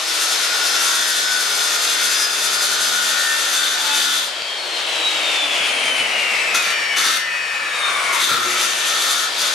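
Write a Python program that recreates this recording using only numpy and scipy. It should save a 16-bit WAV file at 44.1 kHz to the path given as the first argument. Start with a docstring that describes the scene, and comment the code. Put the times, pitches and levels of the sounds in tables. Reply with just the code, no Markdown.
"""Circular saw in a garage

A corded circular saw cuts a wooden panel on trestles, coasts down in the air, brushes the wood twice and restarts.
A fast armature gives whining tones and fan rush and, through a gear, drives a 24-tooth blade.
The tooth force, filtered by resonances, gives the bite, the panel's drum tone and the cry of the loaded blade.
The steel modes ring after each touch; mains buzz, bumps of the base, a guard tick and a garage tail complete it."""
import sys
import numpy as np
from scipy import signal
from scipy.fft import irfft
from scipy.io import wavfile
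from scipy.ndimage import map_coordinates

SR = 44100
rng = np.random.default_rng(int(sys.argv[2]) if len(sys.argv) > 2 else 0)


def to_wav(sig):
    """Store sig (one row per channel, or 1-D mono) as 16-bit WAV at the path in sys.argv[1].

    Samples outside -1..1 are clipped; the rate is SR.
    """
    pcm = np.clip(np.atleast_2d(sig), -1, 1) * 32767
    pcm = np.round(pcm).astype(np.int16)
    wavfile.write(sys.argv[1], SR, pcm.T)  # frames by channels


N = 420713

# All levels in dB are relative.
# Reverberation of the garage. Each row: frequency in Hz, decay time T60 in seconds.
GARAGE_DECAY = [(200, 1), (1000, 0.49), (4000, 0.34), (12000, 0.18)]

# Mains buzz under load. Each row: time in seconds, level in dB.
HUM_LEVEL = [(0, -59.5), (2.9, -46), (4.2, -61)]
# Overtones of the buzz in the starting surge. Each row: frequency in Hz, level in dB.
BUZZ_OVERTONES = [(240, -10), (360, -4), (480, -4)]
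SURGE_S, SURGE_LOW_DB, SURGE_HIGH_DB, SURGE_FADE_DB_PER_S, IDLE_DB = 0.21, -41, -27, 67, -57

# The saw base bumps the panel. Each row: time in seconds, strength in dB.
BASE_BUMPS = [(5.599, -17.5), (5.849, -16.5), (5.999, -13.5), (8.306, -11), (8.6, -18)]
GUARD_S, GUARD_DB = 4.421, -2  # the blade guard snaps shut
# A thin high hiss. Each row: start in seconds, end in seconds, level in dB.
SQUEALS = [(5.598, 6.03, -29.5), (7.746, 8.082, -31)]
SQUEAL_IN_S, SQUEAL_OUT_DB_PER_S = 0.053, 300

# Armature speed while the first cut loads it. Each row: time in seconds, speed in turns per second.
LOADED_SPEED = [(0, 448.4), (1, 431.5), (1.8, 421.7), (2.3, 417), (3, 415.2), (3.6, 406.5), (3.93, 395),
                (4.2, 396.4)]
OFF_S, ON_S = 4.222, 8.28  # trigger released, pressed again
DRAG_PER_S, FRICTION_TURNS = .1515, 224  # coasting: speed plus this offset dies at the drag rate
LATE_COAST_S, LATE_SLOWING_TURNS_PER_S3 = 7.3, 2.  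# late in the coast the speed falls a little faster
FREE_TURNS, SPIN_UP_S = 443, .51  # final free speed in turns per second, time constant of the run-up
BLADE_PER_ARMATURE = 9 / 49
TEETH = 24

# Slot, fan and commutator tones. Each row: multiple of the armature speed, level in dB.
WHINE_TONES = [(1, -22), (6, -19), (12, 0), (16, -19), (24, -14), (32, -26), (36, -16), (48, -22),
               (64, -24)]
# Level of these tones together. Each row: time in seconds, level in dB.
WHINE_LEVEL_BY_TIME = [(0, -18), (2.85, -18), (3.1, -23), (3.9, -30), (4.54, -27), (4.59, -20), (4.85, -24),
                       (5.05, -20), (6.9, -20), (7.6, -25), (8.1, -30), (8.4, -33), (9.2, -30), (9.54, -24)]
# How the housing colours the tones. Each row: frequency in Hz, gain in dB.
HOUSING_RESPONSE = [(140, -10), (170, 0), (195, -12), (320, 2), (3000, 0), (9000, -5), (13500, -22),
                    (17000, -90)]
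SLOTS, SLOT_GAIN_DB, SLOT_BELOW_TURNS = 16, 17, 190  # slot tones stand out once the armature is slow
# Fan rush that slides with speed. Each row: multiple of the armature speed, level in dB.
RUSH_BY_MULTIPLE = [(1, -0.5), (4, -10.5), (7, -9.5), (9, -3), (12, -5), (14, -10), (18, -12), (24, -14),
                    (40, -16.5), (100, -18.5)]
# Fixed colour of the fan rush. Each row: frequency in Hz, gain in dB.
RUSH_COLOUR = [(200, -26.5), (1100, 1.5), (1600, -2), (2200, 6), (3000, 3), (9000, -3), (12500, -13),
               (15500, -30)]
# Spectrum of the housing rattle. Each row: frequency in Hz, density in dB per Hz.
RATTLE_SPECTRUM = [(18, -77), (30, -57), (314, -10), (601, 2), (1150, -6), (1300, -2.5), (1800, -4.5),
                   (2340, -16), (3960, -120)]
# Loudness of the motor. Each row: armature turns per second, fan rush in dB, housing rattle in dB.
NOISE_BY_SPEED = [(107.54, -14.5, -31), (127, -16, -23.5), (166, -17.5, -27.5), (200, -15, -24.5),
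                  (245, -14, -22.5), (305, -14.5, -23), (376, -18.5, -24.5), (402, -16, -25),
                  (415, -18.5, -24.5), (451, -13, -25.5)]
# Pinion mesh, heard when slow. Each row: multiple of the armature speed, level in dB.
GEAR_MESH = [(9, 0), (18, -1), (27, -4), (36, -12)]
GEAR_DB, GEAR_DB_PER_TURN = -17, .16  # at the slowest speed, and its loss per turn a second
# The gearcase rings as a mesh tone passes. Each row: frequency in Hz, width in Hz, gain in dB.
GEARCASE_MODES = [(1100, 200, 3), (2220, 520, 3.5), (3710, 350, 8.5)]
BIND_S, BIND_WIDTH_S, BIND_DB = 8.255, 0.032, -20  # the slow blade binds in the kerf; motor noise drops

# Modes of the free blade. Each row: frequency in Hz, level in dB.
BLADE_MODES = [(1670, -48), (1723, -50), (1809, -41), (2328, -46), (2525, -48), (2800, -50), (2961, -50),
               (3203, -52), (3634, -55), (4558, -51), (5525, -52)]
RING_FADE_DB_PER_S = 14.5
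# One steel mode rings out as the blade leaves the wood. Each row: time in seconds, frequency in Hz, level in dB.
LONE_MODES = [(4.3, 3205, -24), (6.69, 2965, -22), (7.26, 2525, -19)]
RING_OUT_S, RING_OUT_DB_PER_S = .2, 40

# One multiple of the blade's turn sings out as it meets a resonance of panel or blade.
# Each row: centre in seconds, half width in seconds, multiple of the blade speed, level in dB.
SINGING_MULTIPLES = [(.55, .1, 18, -16), (.85, .1, 18, -22), (1.32, .11, 19, -14), (1.7, .2, 20, -24),
                     (2.28, .2, 18, -25), (2.8, .2, 20, -19), (3.15, .12, 19, -24), (3.4, .12, 20, -20),
                     (3.68, .14, 21, -19), (3.55, .15, 26, -28), (4.12, .1, 18, -17), (1, .15, 48, -23),
                     (1.6, .2, 47, -24), (2.33, .15, 46, -22), (2.85, .2, 46, -23), (3.55, .12, 46, -21),
                     (3.57, .12, 48, -19), (4.02, .15, 48, -21)]
# Tooth tone while the blade is deep in the kerf. 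Each row: time in seconds, level in dB.
TOOTH_TONE_LEVEL = [(0, -36), (.55, -29), (.75, -37), (1, -26), (1.35, -25), (1.6, -30), (2, -35),
                    (2.4, -24), (2.95, -25), (3.2, -18), (3.32, -9), (3.5, -28), (3.8, -27), (4.1, -39),
                    (4.3, -75)]
CHATTER_S, CHATTER_DB, CHATTER_DB_PER_S = 3.93, -16, 110.5  # every second tooth stands out once

# Tooth pattern: low multiples lead, even ones and every fourth stand out.
PATTERN_DB_PER_OCTAVE, PAIRED_DB = -3.3, 2
WOBBLE_DB = 1.4  # a slow blade strikes once a turn
# Spectrum of the bite. Each row: frequency in Hz, density in dB per Hz.
BITE_SPECTRUM = [(120, -104), (200, -21), (430, -19), (974, -13.5), (1480, 1.5), (1650, -4.5), (2900, -5),
                 (3550, -0.5), (10800, -6), (12900, -12), (15500, -34)]
# Resonant peaks of the bite. Each row: frequency in Hz, width in Hz, height in dB above the bite spectrum.
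BITE_PEAKS = [(340, 44, 6), (1754, 45, 5), (2710, 45, 5.5), (4570, 94, 6.5), (5580, 280, -4),
              (5800, 61, 10), (6290, 520, 7), (7270, 180, 6.5), (9140, 39, 11), (10440, 59, 7.5),
              (11260, 79, 7.5)]
# Contacts with the wood. Each row: start in seconds, end in seconds, bite in dB, panel tone in Hz,
# panel width in Hz, blade ring in dB.
WOOD_CONTACTS = [(0, 4.24, -13, 1446, 60, 10), (6.54, 6.6, -10, 1342, 70, 23.5),
                 (6.96, 7.16, -9, 1320, 68, 22), (8.12, 10.35, -14.5, 1320, 114, 13)]
BITE_IN_S, LET_GO_DB_PER_S = 0.0095, 170
# Pressure of the feed. Each row: time in seconds, gain on the cutting sound in dB.
FEED_PRESSURE = [(0, -6.5), (.15, -0.5), (.5, -3.5), (.9, 4), (1.2, -0.5), (1.65, -1.5), (2.1, 1.5),
                 (2.4, -0.5), (2.95, 0.5), (3.3, 0), (3.85, -3.5), (3.98, 1.5), (4.14, -1), (4.3, -9.5),
                 (6.55, -2), (6.6, -5.5), (6.72, 10.5), (6.97, -5), (7, -2), (7.03, -4), (7.06, 1.5),
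                 (7.13, -1), (7.2, -5), (8.13, -4), (8.19, -6.5), (8.22, 2.5), (8.3, 1.5), (8.42, -2.5),
                 (8.55, -1.5), (8.61, 3), (8.75, -1.5), (9.02, 0), (9.1, 1.5), (9.24, 0), (9.31, -16),
                 (9.42, -1.5), (9.54, -3)]
PANEL_DB, CRY_DB, SWELL_S = -10, -8, 0.16  # resting levels; half width of a swell
# Swells of the panel tone. Each row: centre in seconds, height in dB above rest.
PANEL_TONE_SWELLS = [(.53, 3), (1.3, -3), (2.1, -1.5), (3.29, -2), (4.14, 5), (6.6, 6.5), (8.34, 13)]
PANEL_FREE_S = 8.295  # the stalling blade pins the panel until the motor pulls
# The blade cries out. Each row: centre in seconds, height in dB above rest.
CRY_SWELLS = [(1.18, 3.5), (1.48, 1.5), (2.4, 4), (3.64, 8), (3.98, 5), (4.2, 9), (7.05, 0), (8.12, -7),
              (8.27, 7), (9.04, 3.5), (9.38, 7)]
# The upper mode of the cry. Each row: centre in seconds, height in dB above rest.
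HIGH_CRY_SWELLS = [(6.58, 7), (7.05, 2), (8.26, 15.5)]

LEAN_DB = 3.5  # left minus right, ahead of the soft overload
LIMIT_DB, SQUEEZE, SENSE_S, RECOVER_DB_PER_S, START_OVER_DB = -21, 0.86, 0.054, 8, 18
EDGE_HZ = 15650  # upper band limit


def gain_of(db):
    """Amplitude ratio: twenty decibels for each factor of ten."""
    return 10 ** (np.asarray(db) / 20)


def unit_rms(x):
    """Normalisation: division by the root mean square."""
    return x / np.sqrt(np.mean(x ** 2) + 1e-20)


def read_spectrum(points, hz):
    """Spectral interpolation: values are linear along a logarithmic frequency axis."""
    f, value = np.transpose(points)
    return np.interp(np.log(hz + 1e-3), np.log(f + 1e-3), value)


def curve(rows, at):
    """Linear interpolation of every further column of a table over its first."""
    first, *columns = np.transpose(rows)
    return [np.interp(at, first, column) for column in columns]


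def shaped(x, gain):
    """Time-varying filtering: the short-time spectrum is multiplied by gain(hz, t)."""
    hz, t, z = signal.stft(x, SR, nperseg=1024, noverlap=768)
    y = signal.istft(z * gain(hz[:, None], t), SR, nperseg=1024, noverlap=768)[1]
    return y[..., :x.shape[-1]]


def resonate(x, hz, width):
    """Resonance by heterodyne: the band at hz is shifted to zero, smoothed and shifted back."""
    carrier = np.exp(2j * np.pi * np.cumsum(hz * np.ones(len(x))) / SR)
    pole = np.exp(-np.pi * width / SR)
    baseband = signal.lfilter([1 - pole], [1, -pole], x / carrier + 1e-18)
    return 2 * (carrier * baseband).real


def wander(per_s):
    """Slow random fluctuation of rms 1: sparse random knots, band-limited between them."""
    knots = rng.standard_normal(int(N / SR * per_s) + 2)
    return unit_rms(signal.resample(knots, N))


def held(start, end, rise_s, fall_db_per_s):
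    """Envelope: linear rise, hold, exponential decay; a start at zero is already risen."""
    t = np.arange(N) / SR
    rise = np.clip((t - start) / rise_s + (start == 0), 0, 1)
    return rise * gain_of(-fall_db_per_s * np.maximum(t - end, 0))


def swells(rows):
    """Gaussian bumps on a decibel scale."""
    t = np.arange(N) / SR
    return sum(db * np.exp(-((t - s) / SWELL_S) ** 2) for s, db in rows)


def garage(x):
    """Diffuse reverberation: sparse taps of random sign decay by band; weak bass keeps both sides alike there."""
    taps = np.zeros((2, SR))
    at = np.arange(300, SR - 20, 20) + rng.integers(0, 20, (2, (SR - 301) // 20))
    np.put_along_axis(taps, at, rng.choice([-1., 1.], at.shape), 1)

    def decay(hz, t):
        return gain_of(-60 * t / read_spectrum(GARAGE_DECAY, hz)) * np.clip(hz / 1500, .2, 1)
    tail = shaped(taps, decay)
    lead = x[:SR // 2][::-1]  # the room is already full of sound at the start
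    wet = signal.fftconvolve(np.r_[lead, x][None], tail / np.linalg.norm(tail[0]), axes=1)
    return wet[:, len(lead):len(lead) + N]


def buzz():
    """Magnetic pull at twice the mains frequency, unsteady as the brushes spark, surging at the restart."""
    t = np.arange(N) / SR
    surge = held(ON_S, ON_S + SURGE_S, 0.036, SURGE_FADE_DB_PER_S)
    running = gain_of(curve(HUM_LEVEL, t)[0]) * held(0, OFF_S, 1, 301) + gain_of(IDLE_DB) * (t > ON_S)
    high = sum(gain_of(db + 4.5 * wander(45)) * np.sin(2 * np.pi * hz * t) for hz, db in BUZZ_OVERTONES)
    low_level = (running + gain_of(SURGE_LOW_DB) * surge) * gain_of(1.5 * wander(22))
    low = low_level * np.sin(2 * np.pi * 120 * t)
    return np.sqrt(2) * (low + gain_of(SURGE_HIGH_DB) * surge * high)


def knocks():
    """Damped impact: soft dull bumps of low resonant noise, rising fast and decaying exponentially."""
    t, shape = np.arange(SR // 2) / SR, np.zeros(N)
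    for s, db in BASE_BUMPS:
        shape[round(s * SR)] = gain_of(db - 12.0)
    shape = signal.oaconvolve(shape, (1 - np.exp(-t / 0.0043)) * np.exp(-t / 0.046))[:N]
    noise = rng.standard_normal(N)
    return shape * unit_rms(resonate(noise, 137, 34) + resonate(noise, 270, 180))


def guard():
    """Impact of the guard: two high modes decay together as one short bright tick."""
    t, out = np.arange(800) / SR, np.zeros(N)
    tick = np.exp(-t / .0012) * (np.sin(2 * np.pi * 4700 * t) + np.sin(2 * np.pi * 2800 * t))
    out[round(GUARD_S * SR):][:len(t)] = gain_of(GUARD_DB) * tick
    return out


def squeal():
    """Narrow-band noise: two equal resonances in series leave a brief thin hiss high up."""
    noise = rng.standard_normal(N)
    hiss = unit_rms(resonate(resonate(noise, 9400, 1200), 9400, 1200))
    level = sum(gain_of(db) * held(start, end, SQUEAL_IN_S, SQUEAL_OUT_DB_PER_S)
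                for start, end, db in SQUEALS)
    return level * hiss


def spin():
    """Rotational dynamics: armature speed sags under load, coasts down by drag and friction, runs up again."""
    t = np.arange(N) / SR
    coast_s = np.minimum(t, ON_S) - OFF_S
    coast = (LOADED_SPEED[-1][1] + FRICTION_TURNS) * np.exp(-DRAG_PER_S * coast_s) - FRICTION_TURNS
    coast = coast - LATE_SLOWING_TURNS_PER_S3 * np.clip(t - LATE_COAST_S, 0, ON_S - LATE_COAST_S) ** 2
    run_up = FREE_TURNS + (coast - FREE_TURNS) * np.exp(-np.maximum(t - ON_S, 0) / SPIN_UP_S)
    return np.where(t < OFF_S, curve(LOADED_SPEED, t)[0], run_up)


def motor(speed):
    """Harmonics of rotation: slot, fan, commutator and gear tones, a fan rush that scales with speed, a rattle."""
    t, turns = np.arange(N) / SR, np.cumsum(speed) / SR
    slow = np.clip((SLOT_BELOW_TURNS - speed) / 60, 0, 1)

    def whine_tone(k, db):
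        slot_db = SLOT_GAIN_DB * slow * (k % SLOTS == 0)
        level_db = db + slot_db + read_spectrum(HOUSING_RESPONSE, k * speed)
        level_db = level_db + 1.25 * wander(7.) + 2.9 * wander(30)
        return gain_of(level_db) * np.sqrt(2) * np.sin(2 * np.pi * k * turns)
    tones = sum(whine_tone(k, db) for k, db in WHINE_TONES)

    # the phase of the mesh jitters
    mesh = sum(gain_of(db + 3. * wander(25)) * np.sin(2 * np.pi * k * turns + 2.2 * wander(150))
               for k, db in GEAR_MESH)
    mesh = sum(gain_of(db) * resonate(resonate(mesh, hz, width), hz, width)
               for hz, width, db in GEARCASE_MODES)
    gear = gain_of(GEAR_DB - GEAR_DB_PER_TURN * (speed - speed.min())) * mesh

    def fan(hz, at):
        multiple = hz / np.interp(at, t, speed)
        gain = gain_of(read_spectrum(RUSH_BY_MULTIPLE, multiple) + read_spectrum(RUSH_COLOUR, hz))
        return gain / np.sqrt(np.mean(gain ** 2, axis=0))
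    rush_db, rattle_db = curve(NOISE_BY_SPEED, speed)
    rush = gain_of(rush_db + 1.0 * wander(20)) * shaped(rng.standard_normal(N), fan)
    rattle = shaped(rng.standard_normal(N), lambda hz, at: gain_of(read_spectrum(RATTLE_SPECTRUM, hz)))
    noise = gear + rush + gain_of(rattle_db) * unit_rms(rattle)

    bind = gain_of(BIND_DB * np.exp(-((t - BIND_S) / BIND_WIDTH_S) ** 2))
    return bind * gain_of(curve(WHINE_LEVEL_BY_TIME, t)[0]) * tones, bind * noise


def blade_ring():
    """Free vibration: lightly damped steel modes are set off by each touch and waver one by one."""
    t = np.arange(N) / SR
    modes = sum(gain_of(db + 2. * wander(2)) * np.sqrt(2) * np.sin(2 * np.pi * hz * t + .7 * wander(14))
                for hz, db in BLADE_MODES)
    levels = [gain_of(row[-1]) * held(row[0], row[1], 0.17, RING_FADE_DB_PER_S) for row in WOOD_CONTACTS]

    def lone_mode(s, hz, db):
        level = gain_of(db) * held(s, s + RING_OUT_S, 0.074, RING_OUT_DB_PER_S) * gain_of(2. 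* wander(12))
        return level * np.sin(2 * np.pi * hz * t + .5 * wander(14))
    lone = sum(lone_mode(s, hz, db) for s, hz, db in LONE_MODES)
    return np.max(levels, axis=0) * modes + np.sqrt(2) * lone


def blade_tones(speed):
    """Forced resonance: clean multiples of the blade's turn swell and fade as each meets a mode."""
    t, out = np.arange(N) / SR, np.zeros(N)
    turns = np.cumsum(speed * BLADE_PER_ARMATURE) / SR
    for s, half_s, k, db in SINGING_MULTIPLES:
        near = slice(max(round((s - 3 * half_s) * SR), 0), round((s + 3 * half_s) * SR))
        level = gain_of(db) * np.exp(-((t[near] - s) / half_s) ** 2)
        out[near] += level * np.sin(2 * np.pi * k * turns[near])
    return out


def tooth_tone(speed):
    """Periodic excitation: clean tones at the tooth rate, at half of it, and at multiples of both."""
    t, passes = np.arange(N) / SR, np.cumsum(speed * BLADE_PER_ARMATURE * TEETH) / SR
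    every = sum(gain_of(1.2 * wander(5) - 9 * (k - 1)) * np.sin(2 * np.pi * k * passes) for k in (1, 2, 4))
    second = sum(np.sin(np.pi * k * passes) for k in (1, 3, 4))
    chatter = gain_of(CHATTER_DB - CHATTER_DB_PER_S * abs(t - CHATTER_S))
    return gain_of(curve(TOOTH_TONE_LEVEL, t)[0]) * every + chatter * second


def teeth(speed, change_per_s=4.):
    """Periodic force with noise: uneven teeth repeat a drifting pattern each turn; torn fibres give bursts."""
    stages = 60
    k = np.arange(190)  # multiples of the blade's turn
    shape_db = PATTERN_DB_PER_OCTAVE * np.log2(np.maximum(k, 10) / 30)
    shape_db = shape_db + PAIRED_DB * ((k % 2 == 0) * 1. + (k % 4 == 0))
    phases = np.exp(2j * np.pi * rng.random(190))
    patterns = irfft(gain_of(shape_db + 3. * rng.standard_normal((stages, 190))) * phases, 4096)
    place = np.cumsum(speed * BLADE_PER_ARMATURE) / SR % 1 * 4096  # position within the turn
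    stage = np.minimum(np.arange(N) / SR * change_per_s, stages - 1)
    steady = map_coordinates(np.c_[patterns, patterns[:, 0]], [stage, place], order=1)
    # more tearing twice a turn, as the blade wobbles
    burst_db = 1.14 * np.clip(wander(400), -2, 2) + 0.82 * wander(20) + 0.38 * np.cos(np.pi * place / 1024)
    once_a_turn = np.clip(2 - speed / 150, 0, 1) * np.cos(np.pi * place / 2048)
    bursts = gain_of(burst_db + WOBBLE_DB * once_a_turn)
    return unit_rms(steady), unit_rms(bursts * rng.standard_normal(N))


def cutting(speed):
    """Source and filter: tooth force through kerf and guard, the panel's drum tone, the loaded blade's cry."""
    t, flicker_db = np.arange(N) / SR, 2. * wander(30)  # the treble flickers

    def colour(hz, at):
        peaks = sum((gain_of(db) - 1) / (1 + (2 * (hz - f) / w) ** 2) for f, w, db in BITE_PEAKS)
        treble_db = np.interp(at, t, flicker_db) * np.clip(hz / 10000, 0, 1)
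        return gain_of(read_spectrum(BITE_SPECTRUM, hz) + treble_db) * (1 + peaks)
    steady, torn = teeth(speed)
    bite = unit_rms(shaped(1.05 * steady + torn, colour))
    force = 0.21 * steady + torn  # drives the panel and the cry
    high_cry = 0.2 * gain_of(swells(HIGH_CRY_SWELLS)) * unit_rms(resonate(force, 3750, 170))
    cry = unit_rms(resonate(force, 3533, 150)) + high_cry
    sound = 1.39 * bite + gain_of(CRY_DB + swells(CRY_SWELLS)) * cry

    panel_free = (t < WOOD_CONTACTS[-1][0]) | (t > PANEL_FREE_S)
    drum_level = gain_of(PANEL_DB + swells(PANEL_TONE_SWELLS)) * panel_free
    out = np.zeros(N)
    for start, end, db, hz, width, ring_db in WOOD_CONTACTS:
        touch = gain_of(db) * held(start, end, BITE_IN_S, LET_GO_DB_PER_S)
        drum = drum_level * unit_rms(resonate(force, hz, width))
        out += touch * (sound + drum)
    return gain_of(curve(FEED_PRESSURE, t)[0]) * out


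def scene():
    """Superposition: all sources sit at the saw; clean tones beam at the listener and stir the room less."""
    speed = spin()
    whine, motor_noise = motor(speed)
    tones = whine + tooth_tone(speed) + blade_tones(speed) + blade_ring()
    saw = motor_noise + buzz() + cutting(speed) + squeal() + knocks() + guard()
    return gain_of(0.5) * saw + gain_of(2.) * tones + gain_of(-3) * garage(saw + .4 * tones)


def levelled(x):
    """Gain control: the level ducks quickly under loud sound and recovers slowly."""
    keep = np.exp(-1 / (SENSE_S * SR))
    power = signal.lfilter([1 - keep], [1, -keep], (x ** 2).mean(0))
    power_db = 10 * np.log10(power + 1e-12)
    fall = np.arange(N) * RECOVER_DB_PER_S / SR
    # a running peak that falls at the recovery rate
    peak_db = np.maximum.accumulate(power_db - LIMIT_DB + fall)
    over_db = np.maximum(peak_db, START_OVER_DB) - fall
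    return x / gain_of(SQUEEZE * np.maximum(over_db, 0))


def record(dry):
    """Transduction: gain control, a louder left channel, soft overload, a bass cut, then the band limit."""
    sides = levelled(dry) * gain_of([[LEAN_DB / 2], [-LEAN_DB / 2]])
    soft = 0.86 * np.tanh(sides / 0.77)
    thin = signal.sosfilt(signal.butter(2, 110., "highpass", fs=SR, output="sos"), soft)
    band_limit = signal.firwin(511, EDGE_HZ, window=("kaiser", 9), fs=SR)
    return signal.oaconvolve(thin, band_limit[None], "same")


dry = scene()
out = record(dry)
to_wav(out)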